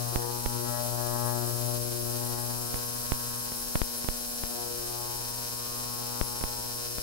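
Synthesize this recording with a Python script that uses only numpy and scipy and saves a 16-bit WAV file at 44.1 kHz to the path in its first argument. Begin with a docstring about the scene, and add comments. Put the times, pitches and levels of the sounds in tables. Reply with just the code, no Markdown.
"""A nasal buzz and a pulsing hiss: a small ultrasonic cleaner with a basket of fossils in water,
heard from a hand-held stereo pair just above the tank. The drive bursts twice per mains cycle, so
the steel rasps and whines and cavitation hisses in the same rhythm. The microphones rectify the
ultrasound to a low buzz that shifts as they move through its standing waves, and now and then
one channel pops. Soft room air lies behind."""
import sys
import numpy as np
from scipy import signal
from scipy.fft import rfft, irfft, next_fast_len
from scipy.io import wavfile

SR = 44100
rng = np.random.default_rng(int(sys.argv[2]) if len(sys.argv) > 2 else 0)


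def inscribe(sig):
    """Save sig as 16-bit PCM at rate SR to the path in sys.argv[1].

    A 1-D sig is mono; a 2-D sig holds one channel per row.
    Samples are clipped to [-1, 1] before scaling.
    """
    pcm = np.round(np.clip(np.atleast_2d(sig).T, -1, 1) * 32767)
    wavfile.write(sys.argv[1], SR, pcm.astype(np.int16))


N = 309582
TIME = np.arange(N) / SR

BURST_HZ, TOP_HZ = 119.945, 15750
CYCLE = BURST_HZ * TIME  # drive cycles elapsed, one burst in each
WALL_HARMONIC = 44  # falls on the tank wall's strongest mode


def undb(db):
    """Decibels to gain."""
    return 10 ** (np.asarray(db) / 20)


def resonance(hz, centre_hz, width_hz):
    """Bell-shaped gain: 1 at the centre, a half at width_hz to either side."""
    return 1 / (1 + ((hz - centre_hz) / width_hz) ** 2)


def curves(table):
    """The columns of a table, joined by straight lines in time."""
    times, *columns = np.transpose(table)
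    return [np.interp(TIME, times, column) for column in columns]


def colour(spectrum, hz, side=0):
    """Gain of a spectrum table at the given frequencies; side 0 is left, 1 is right."""
    points = np.array(spectrum, float)
    return undb(np.interp(np.log(np.maximum(hz, 1)), np.log(points[:, 0]), points[:, 1 + side]))


def noise(gain):
    """Noise whose amplitude per root hertz is gain(hz)."""
    size = next_fast_len(N, real=True)
    hz = np.arange(size // 2 + 1) * SR / size
    return irfft(rfft(rng.standard_normal(size)) * gain(hz), size)[:N] * np.sqrt(SR / 2)


def walk(rate_hz):
    """A smooth random wander of spread 1 that takes rate_hz steps a second."""
    steps = rng.standard_normal(4096)
    coarse = TIME[::16]
    whole, part = np.divmod(coarse * rate_hz, 1)
    index = whole.astype(int) % (len(steps) - 1)
    angle = np.pi / 2 * part
    return np.interp(TIME, coarse, steps[index] * np.cos(angle) + steps[index + 1] * np.sin(angle))


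def beat(crest):
    """A cosine at the burst rate that peaks at the fraction `crest` of each cycle."""
    return np.cos(2 * np.pi * (CYCLE - crest))


def rectified_buzz(hum_db, drone_db, rasp_db, drone_hz, rasp_hz, null_hz,
                   drone_width_hz, rasp_width_hz, roughness, hum_lag, chirp_lag):
    """Bursts rectified in a microphone: a round hum and a short upward chirp; lags are in cycles."""

    def band(orders, centre_hz, width_hz, sweep_cycles=0.016):
        """Harmonics that waver in level and timing as the microphone moves; higher ones come later."""
        pitches = orders * BURST_HZ
        gains = [resonance(hz, centre_hz, width_hz) * undb(2.1 * walk(4.255) + 1.6 * walk(22))
                 for hz in pitches]
        wave = 0
        for k, hz, gain in zip(orders, pitches, gains):
            turns = k * (CYCLE - chirp_lag) - sweep_cycles * k * k / 2 + 0.04 * walk(2)
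            notch = 1 - 0.81 * resonance(hz, null_hz, width_hz=34)  # standing waves cancel this band
            wave += gain * notch * np.cos(2 * np.pi * turns)
        return wave / np.sqrt(sum(gain ** 2 for gain in gains))

    drone = undb(drone_db) * band(np.arange(2, 5), drone_hz, drone_width_hz)
    rasp = undb(rasp_db) * band(np.arange(5, 17), rasp_hz, rasp_width_hz)
    burst_strength = 1 + roughness * walk(BURST_HZ)
    hum = undb(hum_db) * beat(hum_lag) * (1 + 0.14 * walk(33))
    return hum + burst_strength * (drone + rasp)


def left_buzz():
    """Left microphone, close over the tank: a strong, nasal buzz coloured by the standing waves."""
    # The microphone drifts out of the strong ultrasound after 2.5 s and partly back in after 4.5 s:
    # time_s, hum_db, drone_db, rasp_db, drone_hz, rasp_hz, rasp_half_width_hz, null_hz
    strong_field = [(0.0, -29, -36.5, -34, 280, 440, 360, 447),
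                    (0.09, -30.5, -37, -36.5, 328, 470, 470, 330),
                    (0.25, -34.5, -30.5, -32, 474, 780, 240, 690),
                    (0.45, -33.5, -38.5, -33.5, 220, 735, 390, 726),
                    (0.62, -29, -31, -35, 360, 710, 450, 714), (0.76, -32, -38, -27.5, 180, 524, 490, 434),
                    (0.92, -29, -35.5, -31, 315, 560, 345, 406),
                    (1.08, -30, -32.5, -29.5, 317, 480, 425, 415),
                    (1.3, -27, -29.5, -28, 353, 480, 454, 385), (1.42, -27.5, -29, -31, 330, 440, 372, 440),
                    (1.54, -28, -35.5, -35.5, 323, 490, 410, 860),
                    (1.7, -26.5, -34, -31, 283, 704, 260, 930), (1.95, -30.5, -33, -38, 318, 580, 443, 880),
                    (2.2, -31, -33.5, -33.5, 280, 480, 310, 720),
                    (2.45, -31, -35.5, -35, 308, 440, 340, 420),
                    (2.75, -37.5, -34, -40.5, 295, 640, 560, 375),
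                    (3.05, -41.5, -38.5, -41.5, 244, 1060, 383, 376),
                    (3.35, -39, -38.5, -40.5, 258, 1060, 330, 373),
                    (3.7, -55, -41, -44.5, 160, 795, 380, 440), (4.05, -51, -40, -45, 160, 840, 328, 990),
                    (4.42, -62, -40, -44, 160, 830, 239, 950), (4.6, -45, -36.5, -33, 380, 660, 290, 580),
                    (4.76, -44, -35.5, -43.5, 394, 750, 360, 760),
                    (5.0, -40, -38.5, -35, 363, 790, 210, 460), (5.25, -42, -44, -41.5, 280, 970, 220, 537),
                    (5.6, -43, -44, -42, 280, 970, 150, 600), (6.0, -40.5, -40, -38.5, 263, 950, 280, 536),
                    (6.5, -41.5, -42, -37.5, 230, 860, 251, 627),
                    (6.8, -42.5, -41.5, -44, 308, 990, 130, 406),
                    (7.02, -42, -41.5, -54, 330, 970, 220, 425)]
    hum_db, drone_db, rasp_db, drone_hz, rasp_hz, rasp_width_hz, null_hz = curves(strong_field)
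    return rectified_buzz(hum_db, drone_db, rasp_db, drone_hz, rasp_hz, null_hz,
                          drone_width_hz=100, rasp_width_hz=rasp_width_hz,
                          roughness=0.12, hum_lag=0.44, chirp_lag=0.2156)


def right_buzz():
    """Right microphone, in weak ultrasound throughout: a faint, broad buzz."""
    # Buzz levels along the microphone's path: time_s, hum_db, rasp_db
    weak_field = [(0, -49, -54), (.25, -45, -45), (.6, -56, -53.5), (2.4, -58, -50.5), (2.95, -48, -47),
                  (3.9, -63, -49), (5.1, -49, -55), (7.02, -53.5, -58)]
    hum_db, rasp_db = curves(weak_field)
    return rectified_buzz(hum_db, drone_db=-51, rasp_db=rasp_db, drone_hz=280, rasp_hz=890, null_hz=860,
                          drone_width_hz=350, rasp_width_hz=940,
                          roughness=0.62, hum_lag=0.52, chirp_lag=0.3478)


def build_and_settle(top_db, rise_db_per_s, fall_db_per_s, busiest_s=1.8):
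    """Level in dB of a bubble sound that grows until the clouds are busiest and then thins out."""
    return top_db - np.maximum(rise_db_per_s * (busiest_s - TIME), fall_db_per_s * (TIME - busiest_s))


def cavitation(crossover_hz=7000, right_sizzle_db=-11):
    """Bubble clouds collapse during every burst; narrow resonances sizzle and flare in the hiss."""
    # Spectrum of the bubble hiss: frequency_hz, left_relative_db, right_relative_db
    hiss = [(2850, -100, -100), (4260, -78, -83), (4560, -74.5, -77.5), (5980, -78, -77.5),
            (7250, -82, -81), (7750, -77.5, -79), (9500, -76, -76), (11470, -77, -79.5),
            (12400, -81.5, -79), (13300, -79, -75.5), (14400, -79, -87), (15500, -75.5, -91)]
    # Resonances that sizzle in the hiss: centre_hz, half_width_hz, relative_db
    sizzles = [(10620, 150, -1), (11450, 440, 2.5)]
    # A bubble cloud flares up in the lower resonance: peak_s, half_length_s, relative_db
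    flares = [(1.263, 0.0081, -37.5), (1.63, .04, -56), (2.262, 0.029, -45), (3.61, 0.059, -48),
              (3.978, 0.013, -37), (6.263, .025, -42), (6.41, 0.033, -40)]
    fizz_db = build_and_settle(top_db=0.72, rise_db_per_s=0.5, fall_db_per_s=0.35)
    sizzle_db = build_and_settle(top_db=-42.5, rise_db_per_s=1.4, fall_db_per_s=0.99)
    pulse_db = 3 * beat(crest=0.12) + 0.5 * walk(70)
    flare = sum(undb(db) * np.exp(-((TIME - peak_s) / half_s) ** 2) for peak_s, half_s, db in flares)
    fine_share = lambda hz: 1 / (1 + (crossover_hz / (hz + 1)) ** 8)
    out = []
    for side, side_db in enumerate((0, right_sizzle_db)):
        fine = noise(lambda hz: colour(hiss, hz, side) * np.sqrt(fine_share(hz))) * undb(fizz_db)
        coarse = noise(lambda hz: colour(hiss, hz, side) * np.sqrt(1 - fine_share(hz)))
        for k, (centre_hz, width_hz, db) in enumerate(sizzles):
            ringing = noise(lambda hz: resonance(hz, centre_hz, width_hz))
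            strength = undb(db + sizzle_db) + flare * (k == 0)
            fine += ringing / ringing.std() * strength * undb(side_db)
        # the finest bubbles follow the drive closely; the tank smears the lower hiss
        fine *= undb(pulse_db + 0.52 * walk(400))
        coarse *= undb(-2.5 + 0.5 * beat(crest=0.82))
        out.append(fine + coarse)
    return np.array(out)


def tank_rasp(level_db=-3.5, flutter_db=1.42, right_lag_s=0.00021, size=4096):
    """Each burst ends in a snap that kicks the steel tank; its partials answer as one rasping pulse."""
    # Low partials at which the casing hums along: pitch_hz, left_relative_db, right_relative_db
    casing = [(480, -45, -64), (600, -59, -51.5), (720, -61, -50), (1080, -52.5, -66), (1320, -57.5, -84),
              (1440, -54.5, -84), (1560, -57, -55), (1800, -52, -60)]
    # Partials that fall on a tank resonance: pitch_hz, left_relative_db, right_relative_db
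    peaks = [(4078, -50.5, -55.5), (4198, -57.5, -59.5), (4318, -55, -63), (4438, -58, -59),
             (4558, -65, -59), (4678, -65, -54), (4798, -57, -52), (5038, -58, -61), (5158, -55.5, -61),
             (5278, -70, -70), (5398, -65, -63), (5517, -58, -61), (5637, -52, -56.5), (5757, -56.5, -53),
             (5877, -60, -54.5), (5997, -67, -59), (6237, -57, -61), (6357, -67, -60), (6477, -58, -59),
             (6837, -57, -67)]
    # Outline of all other tank partials: frequency_hz, left_relative_db, right_relative_db
    body = [(2010, -68, -60.5), (2450, -57, -64), (3400, -61.5, -64), (3740, -61.5, -58), (4930, -77, -49),
            (6100, -55, -49.5), (7800, -59.5, -69), (9200, -58.5, -72), (11700, -70, -95),
            (13000, -58, -62), (15700, -64, -68)]
    hz = np.arange(size // 2 + 1) * BURST_HZ
    kick_cycles, mean_delay_cycles = 0.6, 0.12
    turns = np.cumsum(kick_cycles + mean_delay_cycles * rng.exponential(size=len(hz)))
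    turns -= turns[WALL_HARMONIC]  # in step with the wall's strongest mode
    out = []
    for side in range(2):
        gain = colour(body, hz, side) * (hz > 1950) * (hz < TOP_HZ)
        for peak_hz, *db in [*casing, *peaks]:
            gain[round(peak_hz / BURST_HZ)] = undb(db[side])
        echo_turns = 0.11 * rng.standard_normal(len(hz))  # each microphone has echoes of its own
        arrival_turns = turns + hz * right_lag_s * side + echo_turns
        pulse = irfft(gain * np.exp(-2j * np.pi * arrival_turns)) * size / np.sqrt(2)
        out.append(np.interp(CYCLE % 1, np.arange(size) / size, pulse, period=1))
    return np.array(out) * undb(level_db + flutter_db * walk(80))


def wall_whine(noisy_share=0.14, growth_db_per_s=0.85, throb_db=7):
    """Every burst pumps the wall's strongest mode into a throbbing whine; collapsing bubbles roughen it."""
    ring_hz = WALL_HARMONIC * BURST_HZ
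    throb = undb(throb_db * beat(crest=0.92))
    throb /= np.sqrt(np.mean(throb ** 2))
    out = []
    for start_db, lag_turns in ((-50, 0), (-52.5, 0.21)):  # left, right
        driven = np.sqrt(2 * (1 - noisy_share)) * np.cos(2 * np.pi * (ring_hz * TIME - lag_turns))
        stirred = noise(lambda hz: resonance(hz, ring_hz, width_hz=130))
        stirred *= np.sqrt(noisy_share) / stirred.std()
        out.append((driven + stirred) * throb * undb(start_db + growth_db_per_s * TIME))
    return np.array(out)


def microphone_pops(spike_ms=0.43, step_share=0.54, level_db=-5.5):
    """A microphone's bias jumps: a sharp spike on a step, which the coupling filter swings back to 0."""
    # Bias jumps: start_s, channel (0 left, 1 right), signed_relative_height, decay_ms
    jumps = [(.1593, 1, 0.8, 60), (0.4588, 1, -0.25, 7.6), (0.461, 1, -0.56, 60), (2.7432, 1, 0.38, 10),
             (2.759, 1, 0.15, 4), (3.1203, 1, 0.86, 68), (3.52, 1, 0.19, 1.4), (3.755, 1, 0.73, 60),
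             (3.7575, 0, -0.63, 7), (3.8173, 0, 0.85, 90), (4.0457, 1, 0.25, 1.8), (4.0876, 1, -0.69, 44),
             (4.437, 0, -0.37, 14), (6.2132, 0, -0.87, 90), (6.412, 1, -0.22, 3.5), (6.4389, 1, -0.54, 60),
             (6.9843, 0, 0.29, 7.3)]
    out = np.zeros((2, N))
    for start_s, channel, height, decay_ms in jumps:
        start = int(start_s * SR)
        ms = 1000 * TIME[:N - start]
        step = step_share * np.exp(-ms / decay_ms)
        spike = (1 - step_share) * np.exp(-ms / spike_ms)
        out[channel, start:] += height * (step + spike)
    coupling = signal.butter(2, 25, "high", fs=SR, output="sos")
    soft_edge = signal.butter(2, 5200, fs=SR, output="sos")
    return undb(level_db) * signal.sosfilt(soft_edge, signal.sosfilt(coupling, out))


def room_tone(crossover_hz=70):
    """The room behind the cleaner: soft, steady air over a rumble that swells slightly."""
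    # Spectrum of the room: frequency_hz, density_db (per hertz)
    spectrum = [(10, -82), (25, -64), (60, -73), (180, -83.5), (500, -81), (1000, -85.5), (2000, -92.5),
                (3200, -91.5), (8000, -105)]
    low_share = lambda hz: 1 / (1 + (hz / crossover_hz) ** 4)
    rumble = [noise(lambda hz: colour(spectrum, hz) * np.sqrt(low_share(hz))) for _ in range(2)]
    air = [noise(lambda hz: colour(spectrum, hz) * np.sqrt(1 - low_share(hz))) for _ in range(2)]
    return np.array(rumble) * undb(0.5 * walk(2.3)) + np.array(air)


def scene():
    """The cleaner in its room, from two microphones just above the water."""
    buzz = np.array([left_buzz(), right_buzz()])
    return buzz + cavitation() + tank_rasp() + wall_whine() + microphone_pops() + room_tone()


def record(dry):
    """The recorder cuts the treble steeply above TOP_HZ."""
    return signal.sosfilt(signal.ellip(12, 0.1, 80, TOP_HZ, fs=SR, output="sos"), dry)


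dry = scene()
out = record(dry)
inscribe(out)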